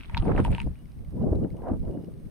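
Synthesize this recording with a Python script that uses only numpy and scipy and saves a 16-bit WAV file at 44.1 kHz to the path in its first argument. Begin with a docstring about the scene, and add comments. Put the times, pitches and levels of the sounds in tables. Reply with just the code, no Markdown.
"""A lawn sprinkler a few metres from a small camera in gusty wind; its jets hiss faintly all the way through.
First the edge of the jet sweeps over: drops tick on the plastic case and ring its hollow body, fine spray
patters and fizzes, and wind buffets both microphone ports. Then the spray moves on and the air calms.
From about 0.8 s the spring arm ticks quickly and faintly, and from about 1.2 s the wind gusts again.
Drops and arm are fading tones with noise, jets and spray are mostly shaped noise, wind is noise and low pulses."""
import sys
import numpy as np
from scipy import signal
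from scipy.io import wavfile
from scipy.ndimage import uniform_filter1d, map_coordinates

SR = 44100
rng = np.random.default_rng(int(sys.argv[2]) if len(sys.argv) > 2 else 0)


def store_wav(level_fs):
    """Save 16-bit WAV to argv[1]."""
    pcm = np.round(np.clip(np.atleast_2d(level_fs), -1, 1) * 32767)
    wavfile.write(sys.argv[1], SR, pcm.T.astype(np.int16))


def linear_from_db(decibels):
    """Turn decibels (scalar or array-like) into linear amplitude factors; 0 gives 1."""
    return 10 ** (np.asarray(decibels, float) / 20)


N = 101429  # length in samples
LEFT_RIGHT = np.array([[1], [-1]])

# wind at the ports: (t/s, buffet level/dB, flutter level/dB, air speed/ratio to the mean), before trims
WIND_COURSE = [(0.0, -38, -89, 1.6), (0.02, -42, -71, 0.61), (0.14, -37.5, -55, 3.9), (0.16, -28.5, -52, 5),
               (0.22, -28, -49, 2.1), (0.24, -31, -31, 1.08), (0.3, -21, -27, 1.77),
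               (0.34, -27, -33.5, 1.67), (0.4, -23, -23.5, 2), (0.43, -28.5, -40.5, 1.4),
               (0.49, -26, -32.5, 1.53), (0.5, -18.5, -46, 1.6), (0.52, -23, -33, 1.24),
               (0.57, -35, -58, 3.3), (0.61, -34.5, -55, 0.75), (0.67, -29, -40, 1.12),
               (0.695, -30.5, -42.5, 0.99), (0.76, -40.5, -64, 1.25), (0.82, -45, -50, 0.81),
               (0.86, -35, -63, 0.9), (0.88, -43.5, -76, 1.1), (1.0, -38.5, -55, 1.05),
               (1.04, -37.5, -56, 0.99), (1.06, -41, -66, 1.22), (1.16, -33.5, -35, 0.86),
               (1.18, -45, -34, 0.91), (1.21, -26.5, -34, 1.06), (1.23, -37, -21.5, 0.82),
               (1.3, -31, -27, 0.91), (1.34, -30.5, -24, 0.98), (1.38, -21.5, -33, 0.78),
               (1.45, -37.5, -26, 0.92), (1.5, -48, -41.5, 0.93), (1.52, -38, -33, 0.62),
               (1.6, -42, -44, 1.35), (1.64, -38, -36.5, 1.45), (1.67, -39, -35.5, 1.9),
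               (1.71, -34, -26, 1.2), (1.75, -24.5, -34, 1.16), (1.78, -39, -38, 0.54),
               (1.81, -34, -35.5, 0.55), (1.86, -38, -38.5, 1.19), (1.9, -29, -35, 1.05),
               (1.94, -56.5, -33.5, 0.91), (2.26, -36, -48.5, 0.68), (2.3, -44, -45.5, 0.97)]
# how alike the wind is at the left and right ports: (f/Hz, likeness from -1 to 1)
WIND_LIKENESS = [(30, -0.062), (80, -0.25), (200, 0.32), (320, -0.036), (700, 0.49), (1500, 0.48)]
# fine spray on the case and at the ports: (t/s, patter level/dB, fizz level/dB), before trims
SPRAY_COURSE = [(0.0, -55, -60), (0.03, -62, -89), (0.054, -58, -92), (0.06, -65.5, -71), (0.146, -60, -69),
                (0.164, -61, -96), (0.172, -66, -76), (0.24, -60.5, -68), (0.352, -60, -88),
                (0.386, -50.5, -69), (0.436, -61, -60), (0.446, -48, -55), (0.498, -67, -64),
                (0.518, -57, -54), (0.526, -55.5, -62), (0.628, -58, -62.5), (0.658, -72, -70),
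                (0.846, -75.5, -87), (0.854, -81, -77), (0.9, -74.5, -91)]


def unit(x):
    """Scale to rms 1."""
    return x / np.sqrt(np.mean(x ** 2) + 1e-20)


def along(points, hz):
    """Read (frequency, value) points on a log axis."""
    f, v = np.transpose(points)
    return np.interp(np.log(hz + 1), np.log(f + 1), v)


def curves(rows, t):
    """Read each column after the time, at times t."""
    s, *cols = np.transpose(rows)
    return [np.interp(t, s, c) for c in cols]


def wobble(rate):
    """A smooth random curve with this many random points a second."""
    return map_coordinates(rng.standard_normal(500), [np.arange(N) * rate / SR])


def lumps(depth_db, rate):
    """Quick swells of gain, partly shared by the two ports."""
    shared = wobble(rate)
    return unit(linear_from_db(depth_db * np.array([0.4 * shared + 0.6 * wobble(rate) for _ in "LR"])))


def band(x, lo_hz, hi_hz):
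    """Keep a band of frequencies, with steep edges."""
    return signal.sosfilt(signal.butter(3, [lo_hz, hi_hz], "band", fs=SR, output="sos"), x)


def rush(spectrum, alike, patchy_db, moving_db=lambda hz, t: 0):
    """Stereo noise with patches of random gain, about rms 1 before the patches and the moving gain."""
    hz, t, z = signal.stft(rng.standard_normal((2, N + 2048)), SR, nperseg=1024, noverlap=768)
    hz = hz[:, None]
    field = uniform_filter1d(rng.standard_normal(z.shape[1:]), size=5, axis=0)
    field = uniform_filter1d(field, size=6, axis=1)
    inside = (hz > spectrum[0][0]) & (hz < spectrum[-1][0])
    shape = np.where(inside, linear_from_db(along(spectrum, hz)), 0)
    gain = shape / np.sqrt(np.mean(shape ** 2)) * linear_from_db(patchy_db * unit(field) + moving_db(hz, t))
    # more side against mid makes the two ports less alike
    turn = np.arccos(np.clip(along(alike, hz), -1, 1)) / 2
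    mid, side = z[0] * np.cos(turn) * gain, z[1] * np.sin(turn) * gain
    return signal.istft(np.array([mid + side, mid - side]), SR, nperseg=1024, noverlap=768)[1][:, :N]


def add(out, s, sound):
    """Mix a sound in at time s."""
    i = round(s * SR)
    out[:, i:i + sound.shape[-1]] += sound[..., :N - i]


def ring(modes, t, scatter_db):
    """One blow on a set of modes: fading sine tones, each struck a little harder or softer by chance."""
    total = 0
    for hz, db, t60 in modes:
        level_db = db + scatter_db * rng.standard_normal()
        total = total + linear_from_db(level_db - 60 * t / t60) * np.sin(2 * np.pi * hz * t)
    return total


def swell(t, peak_s):
    """A smooth pulse that reaches 1 at peak_s and then dies away."""
    return (t / peak_s * np.exp(1 - t / peak_s)) ** 2


def jet_hiss():
    """The far jets hiss steadily: shaped noise with a slight waver."""
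    # spectrum of the jets: (f/Hz, level/dB per Hz), relative
    jet_spectrum = [(290, -32.5), (500, -8.5), (720, -14), (1200, -17), (1470, -19), (2880, -25),
                    (6060, -30.5), (7220, -38.5), (8850, -25.5), (12700, -34), (14300, -28), (15600, -35.5),
                    (16300, -45.5)]
    # left-right likeness: (f/Hz, likeness from -1 to 1)
    jet_likeness = [(1000, 0.12), (4400, 0.047), (8000, 0.73), (15000, 0.64)]
    level_db = -66.5
    return linear_from_db(level_db + 0.9 * wobble(35)) * rush(jet_spectrum, jet_likeness, 0.58)


def spring_arm():
    """The arm ticks against the stream: each strike rings its modes and adds a crack of noise."""
    # strikes: (t/s, peak level/dB before trim)
    strikes = [(0.7887, -54.5), (0.856, -52), (0.9186, -54.5), (0.9897, -55), (1.048, -54.5), (1.1065, -56),
               (1.1694, -60), (1.224, -55), (1.29, -79), (1.354, -49), (1.3957, -62), (1.4375, -54),
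               (1.504, -49), (1.525, -61), (1.5678, -51), (1.6227, -64), (1.684, -54), (1.738, -57),
               (1.7975, -55), (1.829, -57.5), (1.851, -54.5), (1.9106, -56), (1.9694, -65), (2.024, -56),
               (2.045, -50.5), (2.057, -61), (2.139, -56.5), (2.177, -60), (2.198, -59), (2.2553, -56)]
    # modes of the arm: (f/Hz, level/dB relative, time to fall 60 dB/s)
    arm_modes = [(2180, 1.5, 0.011), (2900, -6, 0.021), (4010, -4.5, 0.009), (5000, -4.5, 0.0073),
                 (8980, -6.5, 0.012)]
    crack_gain, trim_db = 2.5, -2.5
    out, t = np.zeros((2, N)), np.arange(SR // 20) / SR
    for s, db in strikes:
        noise = band(rng.standard_normal(len(t)), 1300, 6000)
        crack = crack_gain * linear_from_db(-60 * t / 0.0042) * noise
        blow = (ring(arm_modes, t, 4) + crack) * (1 - np.exp(-t / 0.0005))
        add(out, s, linear_from_db(db + trim_db) * blow[None] / abs(blow).max())
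    return out


def whistles():
    """Thin wavering tones with soft ends, each a very narrow band of noise."""
    # whistles: (t/s, length/s, f/Hz, level/dB before the soft ends)
    thin_tones = [(.645, .035, 4950, -77), (.755, .085, 2900, -75), (1.89, .14, 2880, -79)]
    out = np.zeros((2, N))
    for s, length, hz, db in thin_tones:
        t = np.arange(round(length * SR)) / SR
        # take the end of the noise, where the filter has settled
        tone = unit(band(rng.standard_normal(SR // 4), hz - 60, hz + 60)[-len(t):])
        add(out, s, linear_from_db(db) * np.sqrt(np.sin(np.pi * t / length)) * tone[None])
    return out


def wind_buffet():
    """Slow wind pressure at the ports: low noise that follows the gusts."""
    # spectrum of the buffet: (f/Hz, level/dB per Hz), relative
    buffet_spectrum = [(15, -10), (30, 6), (60, -5), (120, -6), (200, -13), (400, -29), (700, -77)]
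    low_noise = rush(buffet_spectrum, WIND_LIKENESS, 2.9, lambda hz, t: curves(WIND_COURSE, t)[0] + 0.77)
    return low_noise * lumps(2.5, 25)


def wind_eddies():
    """Eddies flutter at the ports: noise whose centre rises in pitch with the air speed."""
    # flutter spectrum: (f/ratio to the centre, level/dB relative)
    flutter_shape = [(.2, -15.5), (.5, 5.5), (1.05, -1.5), (1.8, -8), (3, -23.5), (4.5, -39.5), (6.5, -55),
                     (9, -68), (16, -100)]
    centre_hz = 305  # at mean air speed

    def eddies_db(hz, t):
        _, level_db, speed = curves(WIND_COURSE, t)
        ratio = hz / (centre_hz * np.clip(speed, 0.3, 4))
        # ratios are read as per cent, to suit the log axis
        shape_db = along([(100 * r, db) for r, db in flutter_shape], 100 * ratio)
        return level_db + shape_db - 10 * np.log10(np.mean(linear_from_db(2 * shape_db), 0))

    return rush([(10, 0), (SR / 2, 0)], WIND_LIKENESS, 2.17, eddies_db) * lumps(4, 70)


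def wind_flaps():
    """The sharpest flaps of air: short low pulses with some rasp and a drifting phase at each port."""
    # flaps: (t/s, level/dB before trim, f/Hz before drift, rasp level/dB relative to the tone's peak)
    flaps = [(0.271, -26, 290, -15), (0.292, -16.5, 520, -17), (0.315, -16.5, 390, -10.5),
             (0.349, -15.5, 385, -20), (0.377, -21.5, 347, -7), (0.393, -14, 507, -18),
             (0.398, -10.5, 325, -18), (0.479, -21, 700, -25), (0.511, -32, 358, -13),
             (0.672, -27, 536, -28), (1.227, -20, 373, -38), (1.237, -20, 490, -41),
             (1.289, -20.5, 360, -36), (1.326, -12, 350, -38), (1.33, -20.5, 590, -33),
             (1.387, -25, 393, -38), (1.443, -15, 279, -31), (1.619, -27.5, 496, -20),
             (1.669, -19.5, 610, -40), (1.686, -21.5, 480, -23), (1.713, -15, 260, -39),
             (1.732, -18.5, 242, -34), (1.878, -25, 450, -24), (1.97, -19.5, 283, -35),
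             (2.038, -29.5, 378, -32.5)]
    cycles_to_peak, trim_db = 1.06, -5.5
    out, t = np.zeros((2, N)), np.arange(SR // 20) / SR
    for s, db, hz, rasp_db in flaps:
        drift = 0.52 * rng.standard_normal((2, 1)) + 150 * t * rng.standard_normal((2, 1))
        rasp = linear_from_db(rasp_db) * unit(band(rng.standard_normal((2, len(t))), 800, 1660))
        tone = np.sin(2 * np.pi * hz * t + drift)
        add(out, s, linear_from_db(db + trim_db) * swell(t, cycles_to_peak / hz) * (tone + rasp))
    return out


def wind_shoves():
    """The heaviest low shoves: a push and rebound of pressure, reaching each port in its own phase."""
    # shoves: (t/s, level/dB, f/Hz, left over right/dB)
    air_shoves = [(0.138, -21.5, 78.5, 6), (0.189, -16, 44.5, 1), (0.274, -17.5, 184, 3),
                  (0.28, -20, 195, 0), (0.306, -19, 210, 2), (0.33, -20.5, 147, 3), (0.362, -20, 160, 0),
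                  (0.369, -24.5, 187, -9), (0.412, -38, 89, 9), (0.461, -31, 44.8, 0.5),
                  (0.54, -25.5, 61, -7), (0.64, -27.5, 183, -6), (0.656, -23, 43, 3),
                  (0.665, -21.5, 193, -1), (0.672, -23, 240, 3), (0.674, -27, 50.4, -7),
                  (0.7, -27.5, 46.6, 2), (1.283, -17.5, 89, 0), (1.314, -13.5, 67, 1.5),
                  (1.358, -23, 58.7, -2), (1.398, -19, 135, 2), (1.709, -25, 63.6, 3),
                  (1.738, -24.5, 207, 14)]
    cycles_to_peak = 0.43
    out, t = np.zeros((2, N)), np.arange(SR // 8) / SR
    for s, db, hz, pan_db in air_shoves:
        wave = np.sin(2 * np.pi * hz * t + 0.79 * rng.standard_normal((2, 1)))
        add(out, s, linear_from_db(db + pan_db / 2 * LEFT_RIGHT) * swell(t, cycles_to_peak / hz) * wave)
    return out


def narrow_fizz():
    """Early spray fizz at the port resonance: wavering noise in a narrow band."""
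    # course of the narrow fizz: (t/s, level/dB before the waver)
    narrow_fizz_course = [(0.17, -95), (0.185, -70), (0.25, -64.5), (0.32, -79), (0.4, -69), (0.44, -95)]
    # its spectrum: (f/Hz, level/dB per Hz), relative
    narrow_fizz_spectrum = [(8300, -17), (8900, -1.5), (9300, -4), (9700, -20)]
    narrow_fizz_db, = curves(narrow_fizz_course, np.arange(N) / SR)
    return linear_from_db(narrow_fizz_db + 3.6 * wobble(100)) * rush(narrow_fizz_spectrum, [(9000, 0.28)], 1.5)


def spray_levels():
    """Patter and fizz levels, faded far down by 1.05 s."""
    return curves(SPRAY_COURSE + [(1.05, -100, -100)], np.arange(N) / SR)


def spray_fizz():
    """Fine spray fizzes at the ports while the jet's edge is near: wavering treble noise."""
    # spectrum of the fizz: (f/Hz, level/dB per Hz), relative
    fizz_spectrum = [(6500, -20), (8200, -9), (9200, -1), (10000, -8), (11000, -7), (12500, -30)]
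    fizz_db = spray_levels()[1]
    return linear_from_db(fizz_db - 7.0 + 0.88 * wobble(60)) * rush(fizz_spectrum, [(9000, 0.32)], 2)


def spray_patter():
    """Fine droplets patter on the case: many tiny fading tones of random time, pitch, size and side."""
    per_s, middle_hz, pitch_spread, size_db, trim_db = 2800, 2620, 0.41, 2.5, 3
    draw = rng.random((5000, 4))
    start = np.cumsum(-np.log(draw[:, 0])) / per_s
    draw, start = draw[start < 1.05], start[start < 1.05]
    hz = middle_hz * np.exp(pitch_spread * np.log(draw[:, 1:2] / (1 - draw[:, 1:2])) / 1.57)
    t = np.arange(200) / SR
    # each tone falls 60 dB in 10 cycles
    level_db = -size_db * np.log(draw[:, 2:3] + 0.011) - 60 * t * hz / 10.0
    rise = 1 - np.exp(-t / 0.00025)
    grain = linear_from_db(level_db) * rise * np.sin(2 * np.pi * np.minimum(hz, 9000) * t)
    where = (start[:, None] * SR).astype(int) + np.arange(200)
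    side = np.pi * (draw[:, 3:4] - 0.25)
    pair = np.array([np.bincount(where.ravel(), (grain * g).ravel(), N) for g in (np.cos(side), np.sin(side))])
    even = pair / np.sqrt(np.mean(pair[:, :SR] ** 2))  # rms 1 over the first second
    return even * linear_from_db(spray_levels()[0] + trim_db)


def drop_thuds():
    """Heavy drops ring the hollow body: its modes sound with a soft start."""
    # heavy drops: (t/s, level/dB before trim)
    heavy_drops = [(0.096, -38), (0.132, -44), (0.146, -34.5), (0.169, -19), (0.252, -32), (0.4498, -20),
                   (0.48, -35.5), (0.523, -41), (0.552, -38.5), (0.582, -26), (0.602, -36), (0.615, -41)]
    # modes of the body: (f/Hz, level/dB relative, time to fall 60 dB/s)
    body_modes = [(929, -1, 0.045), (843, -29, 0.034), (1490, 2.5, 0.0051)]
    out, t = np.zeros((2, N)), np.arange(SR // 10) / SR
    soft_start = 1 - np.exp(-t / 0.0013)
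    for s, db in heavy_drops:
        add(out, s, linear_from_db(db + 0.5) * soft_start * ring(body_modes, t, 0.4)[None])
    return out


def drop_snaps():
    """Some drops also snap: very short bursts of noise, some up to the top of the treble."""
    # snaps: (t/s, level/dB before halving, centre f/Hz, left over right/dB)
    snaps = [(0.1465, -54, 4470, -1), (0.1762, -48.5, 14600, 10), (0.1762, -51, 5360, 10),
             (0.377, -55, 14000, 0), (0.4, -56, 13100, -1), (0.448, -53, 13500, 5), (0.515, -52, 14100, 1),
             (0.551, -59, 5430, 0), (0.6014, -45.5, 5360, 11), (0.615, -51, 5500, 4)]
    rise_s = 0.0007
    out, t = np.zeros((2, N)), np.arange(SR // 10) / SR
    pulse = t / rise_s * np.exp(1 - t / rise_s)
    for s, db, hz, pan_db in snaps:
        noise = unit(band(rng.standard_normal(len(t)), 0.52 * hz, min(1.13 * hz, 16300)))
        add(out, s, linear_from_db(db + pan_db / 2 * LEFT_RIGHT) * pulse * noise / 2)
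    return out


def drop_ticks():
    """Each drop on the case is a short pitched tick with case modes, a crack, spatter and a treble spit."""
    # drops: (t/s, tick level/dB before trim, f/Hz, spit level/dB before trim, left port leads by/microseconds)
    tick_drops = [(0.0083, -36, 2560, -64, 70.0), (0.0248, -47, 2620, -67, 20.0),
                  (0.0341, -36, 2730, -62, 100.0), (0.0459, -40, 2430, -67, 20.0),
                  (0.0573, -44, 3290, -67, 130.0), (0.0966, -38, 2230, -67, 150.0),
                  (0.1466, -22, 2400, -67, -50.0), (0.1697, -28, 3900, -60, -70.0),
                  (0.1761, -21, 3650, -56, -70.0), (0.1986, -40, 3130, -58, -40.0),
                  (0.2239, -41, 2880, -58, 70.0), (0.2804, -37, 2170, -64, 120.0),
                  (0.3204, -39, 2160, -56, 210.0), (0.3635, -36, 2550, -61, -20.0),
                  (0.3773, -28, 1920, -58, 110.0), (0.3812, -31, 2120, -50, -60.0),
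                  (0.401, -36, 2670, -46, -90.0), (0.4488, -26, 2740, -38, 120.0),
                  (0.4618, -37, 2830, -50, 120.0), (0.4698, -43, 2530, -52, 30.0),
                  (0.5052, -46, 2280, -53, -30.0), (0.5163, -39, 2850, -42, -110.0),
                  (0.5269, -36, 2240, -60, 50.0), (0.5305, -36, 2590, -61, 50.0),
                  (0.549, -25, 2800, -46, -40.0), (0.565, -42, 2380, -56, -20.0),
                  (0.5763, -47, 2780, -62, -30.0), (0.5815, -31, 2750, -58, 10.0),
                  (0.5933, -37, 2560, -60, 0.0), (0.6015, -24, 2600, -54, -30.0),
                  (0.6167, -34, 2220, -45, -40.0), (0.6308, -46, 2130, -58, -40.0),
                  (0.7558, -53, 2370, -70, -40.0)]
    # case modes every tick also rings: (f/Hz, level/dB relative, time to fall 60 dB/s)
    case_modes = [(1360, -9, 0.0075), (2570, -2.5, 0.0048), (3220, -21, 0.011), (3560, -19, 0.0049)]
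    tick_cycles, rise_s, tick_trim_db, case_db = 10.5, 0.00045, 1.5, -9  # cycles to fall 60 dB
    crack_gain, splash_gain, splash_t60_s = 0.3, 0.018, 0.07  # splash: spatter that lingers
    spit_hz, spit_t60_s, spit_trim_db = 8830, 0.009, 2
    out, t = np.zeros((2, N)), np.arange(SR // 10) / SR
    rise = (1 - np.exp(-t / rise_s)) ** 2
    for s, db, hz, spit_db, lead_us in tick_drops:
        lead = lead_us / 2e6 * LEFT_RIGHT  # half the lead to each port, in seconds
        noise = rng.standard_normal((2, len(t)))
        fade = linear_from_db(-60 * t * hz / tick_cycles)
        tone = fade * np.sin(2 * np.pi * hz * (t + lead))
        case = linear_from_db(case_db) * ring(case_modes, t + lead, 1)
        noise_level = crack_gain * fade + splash_gain * linear_from_db(-60 * t / splash_t60_s)
        tick = tone + case + noise_level * unit(band(noise, 0.54 * hz, 1.18 * hz))
        tick = tick / abs(rise * tick).max()
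        spit = unit(band(noise[::-1], 0.894 * spit_hz, 1.14 * spit_hz)) + 0.33 * band(noise, 8000, 15500)
        spit = linear_from_db(spit_db + spit_trim_db - 60 * t / spit_t60_s) * spit
        add(out, s, rise * (linear_from_db(db + tick_trim_db) * tick + spit))
    return out


def scene():
    """Everything at the two ports."""
    far = jet_hiss() + spring_arm() + whistles()
    wind = wind_buffet() + wind_eddies() + wind_flaps() + wind_shoves()
    spray = narrow_fizz() + spray_fizz() + spray_patter()
    drops = drop_thuds() + drop_snaps() + drop_ticks()
    return far + wind + spray + drops


def band_limit(x):
    """A steep low-pass at the top of the band."""
    return signal.sosfilt(signal.butter(12, 16000, fs=SR, output="sos"), x)


def record(dry):
    """The finished mix as the camera stores it."""
    return band_limit(dry)


dry = scene()
out = record(dry)
store_wav(out)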